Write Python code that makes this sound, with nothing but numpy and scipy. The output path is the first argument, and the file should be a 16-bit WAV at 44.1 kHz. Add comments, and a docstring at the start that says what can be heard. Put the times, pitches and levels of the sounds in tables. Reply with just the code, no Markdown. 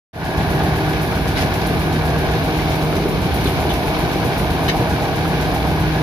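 """The roar of a small cupola furnace fades in, in a yard between tin sheds: fluttering flames, a grainy
air blast and spitting coke. A four-bladed blower feeds it air with a wavering hum, driven by a slow
single-cylinder engine that thumps, puffs and clacks on every cycle. A pan of charge is tipped into
the shaft in a clinking rush; metal pans knock and scrape as they are handed up, and a steel drum
takes a few dull bumps."""
import sys
import numpy as np
from scipy import signal
from scipy.fft import rfft, irfft
from scipy.io import wavfile

SR = 44100
rng = np.random.default_rng(int(sys.argv[2]) if len(sys.argv) > 2 else 0)


def transcribe(signal):
    """Save signal, clipped to [-1, 1], as a 16-bit WAV file at the path in sys.argv[1]."""
    frames = np.atleast_2d(signal).T
    limited = np.clip(frames, -1, 1)
    pcm = np.round(limited * 32767).astype(np.int16)
    wavfile.write(sys.argv[1], SR, pcm)


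N = 265482
TIME = np.arange(N) / SR
BINS_HZ = np.maximum(np.arange(N // 2 + 1) * SR / N, 1)
FIRING_HZ, FIRST_FIRING_S = 7.7444, .117

# colour of the flames in the shaft (frequency [Hz], relative level [dB])
FLAME_COLOUR = [(15, -45), (25, -37), (59, 1.5), (112, -4), (135, -6), (160, -6), (185, -5), (218, -9),
                (309, -8), (335, -8.5), (395, -8.5), (437, -11), (480, -12.5), (555, -18.5), (615, -10.5),
                (766, -10.5), (1300, -21.5), (1690, -39), (2860, -120)]
# swells in the hollow upper roar (time [s], gain [dB])
UPPER_ROAR_SWELL = [(0.4, 3.5), (0.55, 2), (0.75, 2.5), (1.22, -2), (1.42, 1.5), (2.0, 0), (2.45, 2.5),
                    (2.95, 1.5), (3.1, -1.5), (3.35, 0), (3.78, 3), (4.05, 1.5), (4.95, 3.5), (5.25, 1.5),
                    (5.6, 2), (5.95, 1.5)]
# surges in the deepest rumble (time [s], gain [dB])
RUMBLE_SURGE = [(0.8, -2), (1.25, 1), (1.8, -1.5), (2.05, 0), (2.5, -4), (3.55, 0), (4.2, -5.5), (4.95, 0),
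                (5.25, 0), (5.7, 2), (6.0, -2)]
# colour of the air rushing through pipe and coke bed (frequency [Hz], relative level [dB])
BLAST_COLOUR = [(710, -29), (1200, -8), (1350, -16), (1450, 2.5), (1700, -0.5), (1850, -4.5), (1970, -5),
                (2280, 2.5), (2590, -3), (3160, -5), (3420, -5.5), (3950, -5.5), (6160, -15.5), (8000, -33),
                (10400, -50), (17600, -120)]
# swing of the air rush, partly followed by blast and exhaust hiss (time [s], gain [dB])
AIR_RUSH = [(0.5, -2), (1.55, -0.5), (2.1, -2), (2.7, 0.5), (3.1, -2.5), (3.4, 0), (4.4, -0.5), (5.8, -2)]
# hollow resonance in the air rush (frequency [Hz], relative level [dB])
HOLLOW_COLOUR = [(1000, -50), (1380, -26), (1455, 1.5), (1505, -14), (1555, 0.5), (1605, -9.5), (1645, 4),
                 (1700, -3.5), (1800, -6.5), (2000, -11.5), (2200, -34), (2500, -16), (3500, -50)]
# that resonance dies away and returns (time [s], level [dB])
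HOLLOW_LEVEL = [(0.35, -29.5), (0.95, -32), (1.7, -35.5), (2.2, -31), (2.7, -42), (3.3, -48), (3.9, -40),
                (4.7, -34), (5.5, -35), (6.0, -32.5)]
# colour of the spitting coke (frequency [Hz], relative level [dB])
CRACKLE_COLOUR = [(1500, -25), (3000, 3), (5000, 2), (6500, -6), (8000, -18), (10500, -10), (15000, -12)]

# blower shaft, sagging a little under load (time [s], speed [turns/s])
SHAFT_SPEED = [(0.5, 38.95), (1.8, 38.94), (2.9, 38.89), (3.6, 38.96), (5.8, 39.01)]
# the blade tone swells and sags (time [s], gain [dB])
BLADE_SWELL = [(0.35, -1), (0.55, 5), (0.8, 0), (1.12, 3), (1.35, -2), (1.65, 0.5), (1.85, 4), (2.9, 2),
               (3.3, -0.5), (3.68, -4.5), (4.0, -1), (4.35, -1.5), (4.75, 1), (5.1, -1), (5.35, 2),
               (5.6, 0), (5.88, 5.5)]
# pitch waver of the blade tone (time [s], depth [Hz])
BLADE_WAVER = [(0.5, 1.9), (1.4, 3.3), (1.9, 0.6), (2.9, 0.64), (3.5, 4.8), (4.4, 4.9), (5.2, 4.1),
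               (5.8, 1)]
# second harmonic of the blade tone (time [s], level [dB])
SECOND_HARMONIC = [(0.3, -37), (0.6, -29.5), (0.88, -29), (1.25, -43), (1.85, -28), (2.15, -42),
                   (2.55, -28), (3.15, -37), (3.85, -34), (4.4, -35), (5.0, -31.5), (5.35, -44),
                   (5.85, -28.5)]
# third harmonic of the blade tone (time [s], level [dB])
THIRD_HARMONIC = [(0.5, -39.5), (2.65, -34.5), (3.0, -37.5), (3.5, -38), (4.4, -34.5), (5.3, -32),
                  (5.8, -36.5)]
# weaker blower tones (multiple of the shaft speed, relative level [dB])
SHAFT_TONES = [(3, -7), (5, -7.5), (7, -6.5), (10, -11), (20, -8), (24, -41)]

# low ringing in each engine cycle (time from exhaust opening [s], pitch [Hz], gain [dB], t60 [s])
THUMP_MODES = [(-.008, 58, -17, 0.15), (-.005, 79, -25.5, 0.33), (.02, 189, -25, .2),
               (.033, 131, -22.5, 0.18), (0.032, 290, -33, 0.035), (0.043, 363, -20.5, 0.072)]
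# engine clacks (time from exhaust opening [s], low edge [Hz], high edge [Hz], level [dB], decay [s])
CLACKS = [(-.001, 2980, 6600, -38.5, 0.05), (.023, 1380, 2540, -31, 0.0094),
          (.041, 298, 543, -24.5, 0.0095), (.049, 3060, 4970, -47, 0.0099), (0.058, 3200, 5000, -43, .004),
          (0.099, 1400, 4200, -57.5, .007), (.104, 566, 1550, -26.5, 0.016)]
# colour of the fine exhaust hiss (frequency [Hz], relative level [dB])
EXHAUST_COLOUR = [(4710, -36), (8000, -20), (10000, -2.5), (10600, -3), (14200, -8), (15400, -12)]

# colour of the sliding charge (frequency [Hz], relative level [dB])
POUR_COLOUR = [(900, -27), (1600, 8.5), (2400, 0), (4500, 2), (6500, -7), (8000, -22), (11000, -6),
               (15500, -28)]
# the largest lumps crunch down (time [s], gain [dB], decay [s])
LUMP_CRUNCHES = [(1.374, -18, .004), (1.3827, -16, 0.0043), (1.398, -28, 0.0038), (1.409, -26, .005),
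                 (1.42, -23, .004), (1.427, -24, .007), (1.441, -23, 0.0049)]
# pans knocking together (time [s], gain [dB], decay [s])
PAN_KNOCKS = [(2.966, -28, 0.0032), (4.681, -22, 0.0062), (4.686, -24, 0.0085), (4.692, -31, 0.0056),
              (4.697, -24, 0.0055)]
# brief high spits of hiss, some on the engine's puffs, some topping pan knocks and scrapes
# (time [s], gain [dB], decay [s])
HISS_TICKS = [(1.279, -31, 0.011), (1.668, -30, .008), (2.44, -32, 0.0073), (2.755, -27, .008),
              (3.352, -37, 0.0065), (3.442, -24, 0.0069), (3.458, -33, .015), (3.695, -30, .015),
              (4.686, -22, 0.0039)]
# pans sliding on one another (time [s], gain [dB], decay [s], centre of the rasp [Hz])
PAN_SCRAPES = [(1.278, -20, 0.007, 4800), (1.358, -19, 0.011, 3700), (3.44, -21, 0.0059, 3900),
               (3.457, -13, 0.008, 3400), (3.46, -15, 0.01, 4280), (3.47, -17, .02, 3280),
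               (3.691, -14, 0.014, 3300), (3.704, -15, 0.012, 3400), (3.703, -22, 0.014, 6100)]
# the ring of a pan (pitch [Hz], relative gain [dB], t60 [s])
PAN_MODES = [(1900, 4, 0.028), (2210, 4, 0.033), (2820, 0, 0.015), (3080, 8, 0.017), (3750, -1, 0.015),
             (4000, 5.5, 0.016), (4040, 5, 0.015), (4450, 3, .012), (5000, 1, 0.016), (5840, 1, 0.016),
             (6140, 3, 0.017), (7640, -5, 0.018), (9860, -10, 0.01)]
# dull bumps on the steel drum (time [s], gain [dB])
DRUM_BUMPS = [(2.965, -14.5), (3.056, -10.5), (3.108, -15), (3.455, -14)]
# the ring of the drum (pitch [Hz], gain [dB], t60 [s])
DRUM_MODES = [(303, -8.5, 0.087), (358, -14, 0.03), (391, 2.5, 0.064)]

# how alike the yard sounds in both ears (frequency [Hz], likeness [0 to 1])
STEREO_LIKENESS = [(60, 0.8), (130, 0.88), (480, 0.91), (950, 0.86), (1400, 0.72), (2000, 0.2),
                   (3800, 0.21), (8000, 0.094), (15000, 0.11)]
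# stereo lean of the yard's noise (frequency [Hz], left minus right [dB])
STEREO_LEAN = [(60, -1.5), (200, -0.5), (400, -1.5), (490, 11), (590, -6), (750, 0), (1170, 2.5),
               (1450, -4.5), (1850, 3.5), (2250, -0.5), (2750, 1.5), (4200, 0), (7500, 0), (11000, -5.5)]
# slapback off the tin walls (left delay [s], right delay [s])
SHED_ECHO_S = [0.0224, 0.057]


def furnace(flame_db=-19, flutter_db=.47, blast_db=-27.5):
    """Flames flutter in the bass; the air blast above them is grainy and carries a hollow ring."""
    flames = from_db(flame_db + flutter_db * drift(11)) * yard_noise(FLAME_COLOUR)
    flames = signal.sosfilt(signal.butter(8, 37, "high", fs=SR, output="sos"), flames)
    flames += (from_db(in_time(UPPER_ROAR_SWELL)) - 1) * band(flames, 550, 1170)
    flames += (from_db(in_time(RUMBLE_SURGE)) - 1) * band(flames, 35, 106)
    blast = from_db(blast_db + .68 * in_time(AIR_RUSH)) * yard_noise(BLAST_COLOUR)
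    hollow = from_db(in_time(HOLLOW_LEVEL)) * yard_noise(HOLLOW_COLOUR)
    grain = rms_one(from_db(.94 * drift(160) + .5 * drift(9)))
    return flames + grain * (blast + hollow)


def blower(blade_db=-26, shaft_tones_db=-29, third_lean_db=-1.5):
    """Four blades hum with two harmonics, among weaker shaft tones; turbulence shakes each level."""
    turns = np.cumsum(in_time(SHAFT_SPEED) * (1 + .00054 * drift(1.62))) / SR

    def tone(multiple, level_db, shake_db=.5, slip=0):
        phase = 2 * np.pi * (multiple * turns + slip + rng.random())
        return np.sqrt(2) * from_db(level_db + shake_db * drift(4.4)) * np.sin(phase)

    waver_cycles = np.cumsum(in_time(BLADE_WAVER) * drift(10.2)) / SR
    blades = tone(4, blade_db + in_time(BLADE_SWELL), shake_db=.6, slip=waver_cycles)
    second = tone(8, in_time(SECOND_HARMONIC))
    third = tone(12, in_time(THIRD_HARMONIC))
    shaft = sum(tone(multiple, shaft_tones_db + db) for multiple, db in SHAFT_TONES)
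    return blades + second + shaft + third * from_db(third_lean_db * np.array([[.5], [-.5]]))


def engine():
    """Every cycle brings an exhaust thump, a firing knock and the clatter of the valve gear."""
    strokes = cycle_clicks(0, uneven_db=1, jitter_s=.0005)
    thumps = sum(from_db(db) * ring(np.roll(strokes, round(delay_s * SR)), hz, t60)
                 for delay_s, hz, db, t60 in THUMP_MODES)
    thumps = band(band(thumps, 38, 3000), 42, 1500)
    clatter = np.zeros((2, N))
    for delay_s, low_hz, high_hz, level_db, decay_s in CLACKS:
        direct, left, right = rng.standard_normal((3, N))
        scatter = low_hz / 1500   # the sheds scatter short waves most
        rasp = rms_one(band(direct + scatter * np.array([left, right]), low_hz, high_hz))
        hits = cycle_clicks(delay_s, uneven_db=2, jitter_s=.0041)
        clatter += from_db(level_db) * rasp * decay(hits, decay_s)
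    return shed_echo(thumps) + clatter


def exhaust(hiss_db=-41):
    """A puff of hiss as the valve opens, then a weaker flow, over a constant bed of hiss."""
    opening = cycle_clicks(-.0048, uneven_db=3.5, jitter_s=.0023)
    puff = 3.6 * (decay(opening, .011) - decay(opening, .006))
    flow = .5 * (decay(opening, .059) - decay(opening, .014))
    envelope = from_db(hiss_db + .96 * in_time(AIR_RUSH)) * (1.06 + .95 * puff + flow)
    grain = rms_one(from_db(.42 * drift(165) + .56 * drift(22)))
    return envelope * grain * yard_noise(EXHAUST_COLOUR)


def charge(start_s=1.352, attack_s=.018, hold_s=.051, decay_s=.03, pieces_per_s=450, ring_cycles=41):
    """The charge slides into the shaft in a brief rush of clinks; the largest lumps land with a crunch."""
    trickling_s = np.maximum(TIME - (start_s + attack_s + hold_s), 0)
    flow = ramp(start_s, attack_s) * np.exp(-trickling_s / decay_s)
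    pitches = np.geomspace(1540, 6000, 16)
    landings = (rng.random(N) < pieces_per_s / SR) * rng.normal(0, 1, (2, N))
    pitch_index = rng.integers(0, len(pitches), N)
    clinks = sum(ring(landings * (pitch_index == k), hz, ring_cycles / hz) for k, hz in enumerate(pitches))
    pour = from_db(-26.5) * yard_noise(POUR_COLOUR) + from_db(-28) * rms_one(clinks)
    return flow * pour + bursts(LUMP_CRUNCHES, 1900, 5200)


def pans(attack_db=2.5, ring_db=-25.5, rasp_width_hz=590):
    """Broad knocks set a pan ringing, narrow scrapes barely do; high spits of hiss are layered in."""
    attacks = bursts(PAN_KNOCKS, 1250, 6000) + bursts(HISS_TICKS, 8050, 14000)
    scraping = sum(bursts([event], hz - rasp_width_hz / 2, hz + rasp_width_hz / 2)
                   for *event, hz in PAN_SCRAPES)
    force = attacks + from_db(-9.5) * scraping
    metal = sum(from_db(ring_db + db) * ring(force, hz, t60) for hz, db, t60 in PAN_MODES)
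    return yard_tail(from_db(attack_db) * attacks + scraping + metal)


def steel_drum():
    """Dull bumps wake a short, low ring in the drum."""
    bumps = band(clicks(*np.transpose(DRUM_BUMPS)), 170, 600)
    return sum(from_db(db) * ring(bumps, hz, t60) for hz, db, t60 in DRUM_MODES)


def coke_crackle(pops_per_s=32, smallest_db=-41, spread_db=3.5):
    """The burning coke spits at random: many tiny pops and a few larger ones."""
    pops = rng.random(N) < pops_per_s / SR
    sizes = from_db(smallest_db + spread_db * np.minimum(rng.exponential(1, N), 3))
    return decay(pops * sizes, decay_s=.0044) * yard_noise(CRACKLE_COLOUR)


def yard_noise(colour, right_lead_s=.00024):
    """Stereo noise at unit power: a direct part whose treble reaches the right first, plus shed scatter."""
    direct, left, right = rfft(rng.standard_normal((3, N)))
    alike = np.clip(over_hz(STEREO_LIKENESS), 0, .99)
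    left_lag_s = right_lead_s * BINS_HZ ** 2 / (BINS_HZ ** 2 + 1100 ** 2)
    arrival = np.array([np.exp(-2j * np.pi * BINS_HZ * left_lag_s) * direct, direct])
    pair = np.sqrt(alike) * arrival + np.sqrt(1 - alike) * np.array([left, right])
    eq_db = over_hz(colour) + over_hz(STEREO_LEAN) * [[.5], [-.5]]
    return rms_one(irfft(pair * from_db(eq_db), N))


def shed_echo(x, echo_db=-13.5):
    """The tin walls add one slapback for each ear."""
    echoes = np.array([np.interp(TIME - delay_s, TIME, x, left=0) for delay_s in SHED_ECHO_S])
    return x + from_db(echo_db) * echoes


def yard_tail(x, t60=.16, wet_db=-4):
    """The sheds add a short wash of reflections."""
    wash = rng.standard_normal((2, SR // 2)) * from_db(-60 * TIME[:SR // 2] / t60)
    wash /= np.sqrt(np.sum(wash ** 2, axis=1, keepdims=True))
    return x + from_db(wet_db) * signal.fftconvolve(x, wash, axes=1)[:, :N]


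def cycle_clicks(delay_s, uneven_db, jitter_s):
    """One click per engine cycle, each a little different in strength and timing."""
    times = np.arange(FIRST_FIRING_S, N / SR, 1 / FIRING_HZ)
    timing, strength = rng.standard_normal((len(times), 2)).T
    return clicks(times + delay_s + jitter_s * timing, uneven_db * strength)


def bursts(events, low_hz, high_hz):
    """Each event is a short burst of band-passed noise that dies away."""
    envelope = sum(decay(clicks([time_s], [db]), decay_s) for time_s, db, decay_s in events)
    return band(rng.standard_normal((2, N)) * envelope, low_hz, high_hz)


def clicks(times, levels_db):
    """One click at each of the times."""
    track = np.zeros(N)
    samples = np.round(np.asarray(times) * SR).astype(int)
    track[np.clip(samples, 0, N - 1)] = from_db(levels_db)
    return track


def decay(hits, decay_s):
    """Each click becomes an envelope that dies away."""
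    return signal.lfilter([1], [1, -np.exp(-1 / (decay_s * SR))], hits + 1e-18)


def ring(force, hz, t60):
    """One resonance: a unit click starts a dying sine of height 1."""
    radius, angle = from_db(-60 / (t60 * SR)), 2 * np.pi * hz / SR
    return signal.lfilter([0, np.sin(angle)], [1, -2 * radius * np.cos(angle), radius ** 2], force + 1e-18)


def band(x, low_hz, high_hz):
    """A gentle band-pass."""
    return signal.sosfilt(signal.butter(2, [low_hz, high_hz], "band", fs=SR, output="sos"), x + 1e-18)


def drift(rate_hz):
    """A random wander with a spread of 1, mostly slower than the given rate."""
    points, step = 16384, 20
    hz = np.fft.rfftfreq(points, step / SR)
    slow = irfft(rfft(rng.standard_normal(points)) / (1 + (hz / rate_hz) ** 2))
    return np.interp(np.arange(N) / step, np.arange(points), rms_one(slow))


def ramp(start_s, length_s):
    """A straight rise from 0 to 1."""
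    return np.clip((TIME - start_s) / length_s, 0, 1)


def in_time(points):
    """A breakpoint curve over time."""
    return np.interp(TIME, *np.transpose(points))


def over_hz(points):
    """A breakpoint curve over log frequency."""
    hz, value = np.transpose(points)
    return np.interp(np.log(BINS_HZ), np.log(hz), value)


def from_db(db):
    """Decibels to gain."""
    return 10 ** (np.asarray(db) / 20)


def rms_one(x):
    """Scale to unit power."""
    return x / np.sqrt(np.mean(x ** 2) + 1e-20)


def scene():
    """The furnace, its machinery and the work around them."""
    return furnace() + coke_crackle() + blower() + engine() + exhaust() + pans() + steel_drum() + charge()


def record(dry):
    """The mix fades in and the very top is cut steeply."""
    fade = from_db(-1.05) * ramp(start_s=.13, length_s=.29) ** .57
    return signal.sosfilt(signal.ellip(12, .1, 90, 15450, fs=SR, output="sos"), dry * fade)


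dry = scene()
out = record(dry)
transcribe(out)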